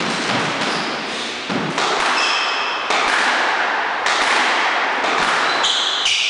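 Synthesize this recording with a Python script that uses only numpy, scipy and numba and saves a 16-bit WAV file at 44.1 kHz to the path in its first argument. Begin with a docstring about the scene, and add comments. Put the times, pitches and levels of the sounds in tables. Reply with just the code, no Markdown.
"""A rubber ball knocks on racket strings and plaster walls in a rally on a bare, very live squash court.
Shoes thud, drag and squeak on the boards, and the court rings on for seconds over the building's murmur.
Short, dull thumps accompany the loudest sounds. A small camera high on the back wall hears it all;
its quick gain control flattens each blow and pulls the ringing back up."""
import sys
import numpy as np
from scipy import signal
from scipy.fft import rfft, irfft
from scipy.io import wavfile
from scipy.ndimage import uniform_filter1d
from numba import njit

SR = 44100
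rng = np.random.default_rng(int(sys.argv[2]) if len(sys.argv) > 2 else 0)


def unload_audio(sound):
    """Save the sound as a 16-bit wav file, at the path given as the first command line argument."""
    columns = np.transpose(np.atleast_2d(sound))
    # keep every value between -1 and 1, then stretch to whole-number steps
    steps = np.round(np.clip(columns, -1, 1) * 32767)
    wavfile.write(sys.argv[1], SR, steps.astype(np.int16))


N = 277389


def undb(db):
    """Gain of a level in dB."""
    return 10 ** (np.asarray(db) / 20)


def curve_at(table, hz):
    """Read a curve of (Hz, value) points along a log-frequency axis."""
    freqs, values = np.transpose(table)
    return np.interp(np.log(np.maximum(hz, 1)), np.log(freqs), values)


def add(track, start_s, sound):
    """Mix a sound into the track at its start time."""
    i = max(int(start_s * SR), 0)
    track[i:i + len(sound)] += sound[:len(track) - i]


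def knock(colour, pitch, bright_db, tone_hz=1000, tone_db=0, size=2048):
    """One impact: the tightest pulse with this colour, treble tilt and standout tone, at unit energy."""
    hz = np.maximum(np.arange(size // 2 + 1) * SR / size, 30)
    db = curve_at(colour, hz / pitch) + bright_db * np.log2(hz / 1000)
    db += tone_db * np.exp(-.5 * (np.log2(hz / tone_hz) / 0.17) ** 2)  # a bell, 0.17 octaves of spread
    cepstrum = irfft(db * np.log(10) / 20)
    cepstrum[1:size // 2] *= 2  # minimum phase packs the energy into the attack
    cepstrum[size // 2 + 1:] = 0
    pulse = irfft(np.exp(rfft(cepstrum)))
    return pulse / np.sqrt(np.sum(pulse ** 2))


def ball(hits, colour, tone_db, slap_s, slap_db):
    """The ball knocks on a surface, and the facing wall slaps each knock back."""
    knocks = [(start, undb(db) * knock(colour, 0.99, bright_db, tone_hz, tone_db))
              for start, db, bright_db, tone_hz in hits]
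    slaps = [(start + slap_s, undb(slap_db) * pulse) for start, pulse in knocks]
    return around_court(knocks) + around_court(slaps)


# Racket strokes. Each row: start in seconds, level in dB, brightness in dB per octave, standout tone in Hz.
RACKET_HITS = [(1.779, -8, 1.36, 404), (2.903, -5, 0.46, 2380), (4.062, -3.5, 1.76, 1860),
               (5.038, -9, -0.8, 2460), (5.18, -6.5, 0.5, 1670)]
# The colour of struck strings. Each row: frequency in Hz, relative level in dB.
STRING_COLOUR = [(60, -38.5), (220, -14), (400, -4.5), (560, -8), (800, 2), (950, -4), (1250, -1),
                 (1600, -8), (2300, -10.5), (2900, -14.5), (3600, -10), (5000, -18.5), (7200, -24),
                 (10000, -36)]


def racket():
    """The strings meet the ball with a hollow, midrange pock."""
    return ball(RACKET_HITS, STRING_COLOUR, tone_db=6.5, slap_s=0.033, slap_db=-4)


# Wall hits. Each row: start in seconds, level in dB, brightness in dB per octave, standout tone in Hz.
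WALL_HITS = [(.613, -25.5, 2.1, 3430), (2.001, -3, 0.5, 1204), (3.078, 1.5, 0.75, 1586),
             (3.184, -3.5, 0.22, 860), (4.216, -0.5, 1.1, 793), (4.305, 0.5, .3, 2130),
             (5.227, 0.5, 0.62, 1300)]
# The colour of struck plaster. Each row: frequency in Hz, relative level in dB.
PLASTER_COLOUR = [(60, -50.5), (250, -6), (600, -6), (900, 0.5), (1300, -2.5), (1700, -0.5), (2300, -6),
                  (4100, -11.5), (7000, -21.5), (10000, -25.5)]


def walls():
    """The ball cracks against hard plaster."""
    return ball(WALL_HITS, PLASTER_COLOUR, tone_db=4.5, slap_s=0.049, slap_db=-6.5)


def squeak(length_s, first_hz, last_hz, overtone_db, hiss_db):
    """Stick-slip: a gliding slip rate, overtones from the sharp catch and a rubbing hiss, at unit energy."""
    progress = np.arange(int(length_s * SR)) / (length_s * SR)
    waver, grit = rng.standard_normal((2, 16384))[:, :len(progress)]
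    waver = uniform_filter1d(waver, size=6) * np.sqrt(6)
    slip_hz = (first_hz + (last_hz - first_hz) * progress) * (1 + 0.05 * waver)
    phase = 2 * np.pi * np.cumsum(slip_hz) / SR
    tone = np.sin(phase) + undb(overtone_db) * np.sin(2 * phase)
    tone += undb(overtone_db - 16.5) * np.sin(3 * phase)
    hiss = signal.sosfilt(signal.butter(2, (2960, 7000), "band", fs=SR, output="sos"), grit)
    envelope = np.sin(np.pi * progress ** 0.96) ** 0.26
    chirp = (tone + undb(hiss_db) * hiss) * envelope
    return chirp / np.sqrt(np.sum(chirp ** 2))


# Slipping soles. Each row: start and length in seconds, first and last pitch in Hz, level in dB,
# then overtone and hiss in dB against the fundamental.
SQUEAKS = [(0.077, 0.015, 4270, 3950, -30, -8, -6), (0.691, 0.021, 5320, 4370, -24.5, -13, -14),
           (2.165, 0.025, 2720, 2475, -7, -1, -9.5), (2.194, 0.025, 3430, 2970, -9, -18, -5),
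           (4.376, 0.023, 3310, 3045, -14.5, -24, -16), (5.43, 0.094, 3924, 4080, -13, -22, -21),
           (5.633, 0.014, 3597, 2880, -3, -11.5, -19), (5.639, 0.019, 3207, 4295, -5, -12, -8.5),
           (6.053, 0.017, 3133, 2724, -2, -10.5, -3.5), (6.066, 0.012, 2230, 2730, -4.5, -8.5, -7),
           (6.08, .015, 2940, 4070, -7, -28, -9)]


def shoe_squeaks():
    """Rubber soles chirp on the varnished boards, now here, now there."""
    chirps = [(start, undb(db) * squeak(length_s, first_hz, last_hz, overtone_db, hiss_db))
              for start, length_s, first_hz, last_hz, db, overtone_db, hiss_db in SQUEAKS]
    return around_court(chirps, decay_scale=0.9)


# Footwork. Each row: start in seconds, level in dB, brightness in dB per octave.
FOOTFALLS = [(.003, -14.5, 1.1), (.1, -21.5, 3), (.218, -19.5, 2), (.29, -10, 2), (.394, -24.5, 3.7),
             (0.611, -15, 2.5), (.684, -20.5, -0.1), (1.497, -14.5, -0.55), (1.702, -32, 1.5),
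             (4.919, -24, -0.8), (5.194, -13, 0.6)]
# The colour of the floorboards. Each row: frequency in Hz, relative level in dB.
BOARD_COLOUR = [(50, -30), (105, -15), (140, 0.5), (320, -6.5), (400, -12), (690, -11.5), (1150, -12),
                (1900, -17.5), (3500, -22), (6000, -33.5), (10000, -48.5)]
STEP_DECAY_SCALE = 0.91  # steps ring for this share of the court's decay time


def footsteps():
    """Shoes thud on the boards; the lighter the step, the higher it sounds."""
    firm_db, octaves_per_db = -12, 0.07
    steps = []
    for start, db, bright_db in FOOTFALLS:
        pitch = 2 ** (octaves_per_db * (firm_db - db))
        steps.append((start, undb(db) * knock(BOARD_COLOUR, pitch, bright_db)))
    return around_court(steps, STEP_DECAY_SCALE)


def sole_drag(start_s=1.01, length_s=0.27):
    """A dragged sole: dense grit swells and fades, coloured by the boards and a rough squeal."""
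    progress = np.arange(int(length_s * SR)) / (length_s * SR)
    grit = rng.standard_normal(SR)[:len(progress)] * np.sin(np.pi * progress) * np.sqrt(2 / len(progress))
    boards = knock(BOARD_COLOUR, pitch=1.7, bright_db=2.5, tone_hz=3700, tone_db=9)
    track = np.zeros(N)
    add(track, start_s, undb(-22) * signal.fftconvolve(grit, boards))
    return court(track, STEP_DECAY_SCALE)


# Low thumps just ahead of hard ball hits and along with the loudest squeaks.
# Each row: start in seconds, peak level in dB.
THUMPS = [(1.774, -39), (1.992, -23.5), (3.068, -18.5), (4.213, -19.5), (5.221, -16), (5.65, -23),
          (6.058, -23), (6.11, -27)]


def thumps(width_s=0.033):
    """Short, dull low thumps that do not ring on accompany the loudest sounds."""
    widths = np.arange(SR // 10) / (width_s * SR)
    dip = -np.e * 4 * widths * np.exp(-4 * widths)
    track = np.zeros(N)
    for start, db in THUMPS:
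        add(track, start, undb(db) * dip)
    return track


# The court's reverb tail. Each row: frequency in Hz, time to fall by 60 dB in seconds.
COURT_T60 = [(40, 0.5), (150, 1.45), (400, 2.7), (700, 3.16), (870, 2.66), (1100, 2.66), (2000, 2.34),
             (3500, 1.86), (5500, 1.61), (8000, 1.13), (11000, 0.6)]
# The direct path and strong wall echoes. Each row: delay in seconds, level in dB over the tail.
ECHOES = [(0., 1), (.003, -2), (0.009, -0.5), (0.02, 0.5), (0.035, -19.5), (0.06, 1.5)]


def court(dry, decay_scale):
    """The court's answer from one spot: strong echoes over a dense tail that rings longest in the mids."""
    build_s, smear_s = 0.026, 0.0031  # reflections thicken; rough surfaces smear each echo
    hz, frame_s, spectrum = signal.stft(rng.standard_normal(2 * SR), SR, nperseg=512)
    t60 = decay_scale * curve_at(COURT_T60, hz)[:, None]
    tail = signal.istft(spectrum * undb(-60 * frame_s / t60), SR)[1]
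    t = np.arange(len(tail)) / SR
    envelope = 1 - np.exp(-t / build_s)
    for delay, db in ECHOES:
        envelope += (t >= delay) * undb(db) * np.exp(-np.abs(t - delay) / smear_s)
    return signal.fftconvolve(dry, tail * envelope)[:N]


def around_court(events, decay_scale=1):
    """Sounds alternate between two spots, each with its own reverb."""
    spots = np.zeros((2, N))
    for k, (start, sound) in enumerate(events):
        add(spots[k % 2], start, sound)
    return sum(court(spot, decay_scale) for spot in spots)


# The colour of the room tone. Each row: frequency in Hz, relative level in dB.
MURMUR_COLOUR = [(40, -18.5), (70, -9), (85, -9), (102, -11.5), (150, -8), (400, -5.5), (1000, -17),
                 (2500, 1), (5000, -13), (10000, -31.5)]


def building_murmur():
    """Air handling and far courts blur into a steady bed of noise."""
    colour = undb(curve_at(MURMUR_COLOUR, np.fft.rfftfreq(N + 1, 1 / SR)))
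    noise = irfft(rfft(rng.standard_normal(N + 1)) * colour)[:N]
    return undb(-32.5) * noise / np.std(noise)


def scene():
    """Ball, thumps, feet and building, mixed in mono."""
    rally = racket() + walls() + thumps()
    return (rally + footsteps() + sole_drag() + shoe_squeaks() + building_murmur())[None]


@njit
def gain_control(x, sidechain, knee, ratio, attack_s, release_s):
    """A compressor follows the peaks, quick up and slow down, and ducks the sound over a soft knee."""
    ducked, envelope = np.empty(len(x)), knee
    for i in range(len(x)):
        level = abs(sidechain[i])
        envelope += (level - envelope) / (SR * (attack_s if level > envelope else release_s))
        ducked[i] = x[i] * (knee / (knee + envelope)) ** (1 - 1 / ratio)
    return ducked


def record(dry):
    """The camera's chain: gain control, rounded and lopsided peaks, a bass cut and a steep top cut."""
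    sub_bass = signal.sosfilt(signal.butter(2, 45, fs=SR, output="sos"), dry[0])
    sidechain = dry[0] + undb(21) * sub_bass  # the level sensor is keenest on the deepest bass
    x = gain_control(dry[0], sidechain, knee=float(undb(-15.5)), ratio=6.5, attack_s=0.0011, release_s=0.17)
    x = 0.74 * np.tanh(x * undb(3.0) / 0.65)
    x = x - 0.092 * x ** 2  # the amplifier swings further down than up
    x = signal.sosfilt(signal.butter(1, 23, "high", fs=SR, output="sos"), x)
    return signal.sosfilt(signal.ellip(14, .3, 75, 10080, fs=SR, output="sos"), x)[None]


dry = scene()
out = record(dry)
unload_audio(out)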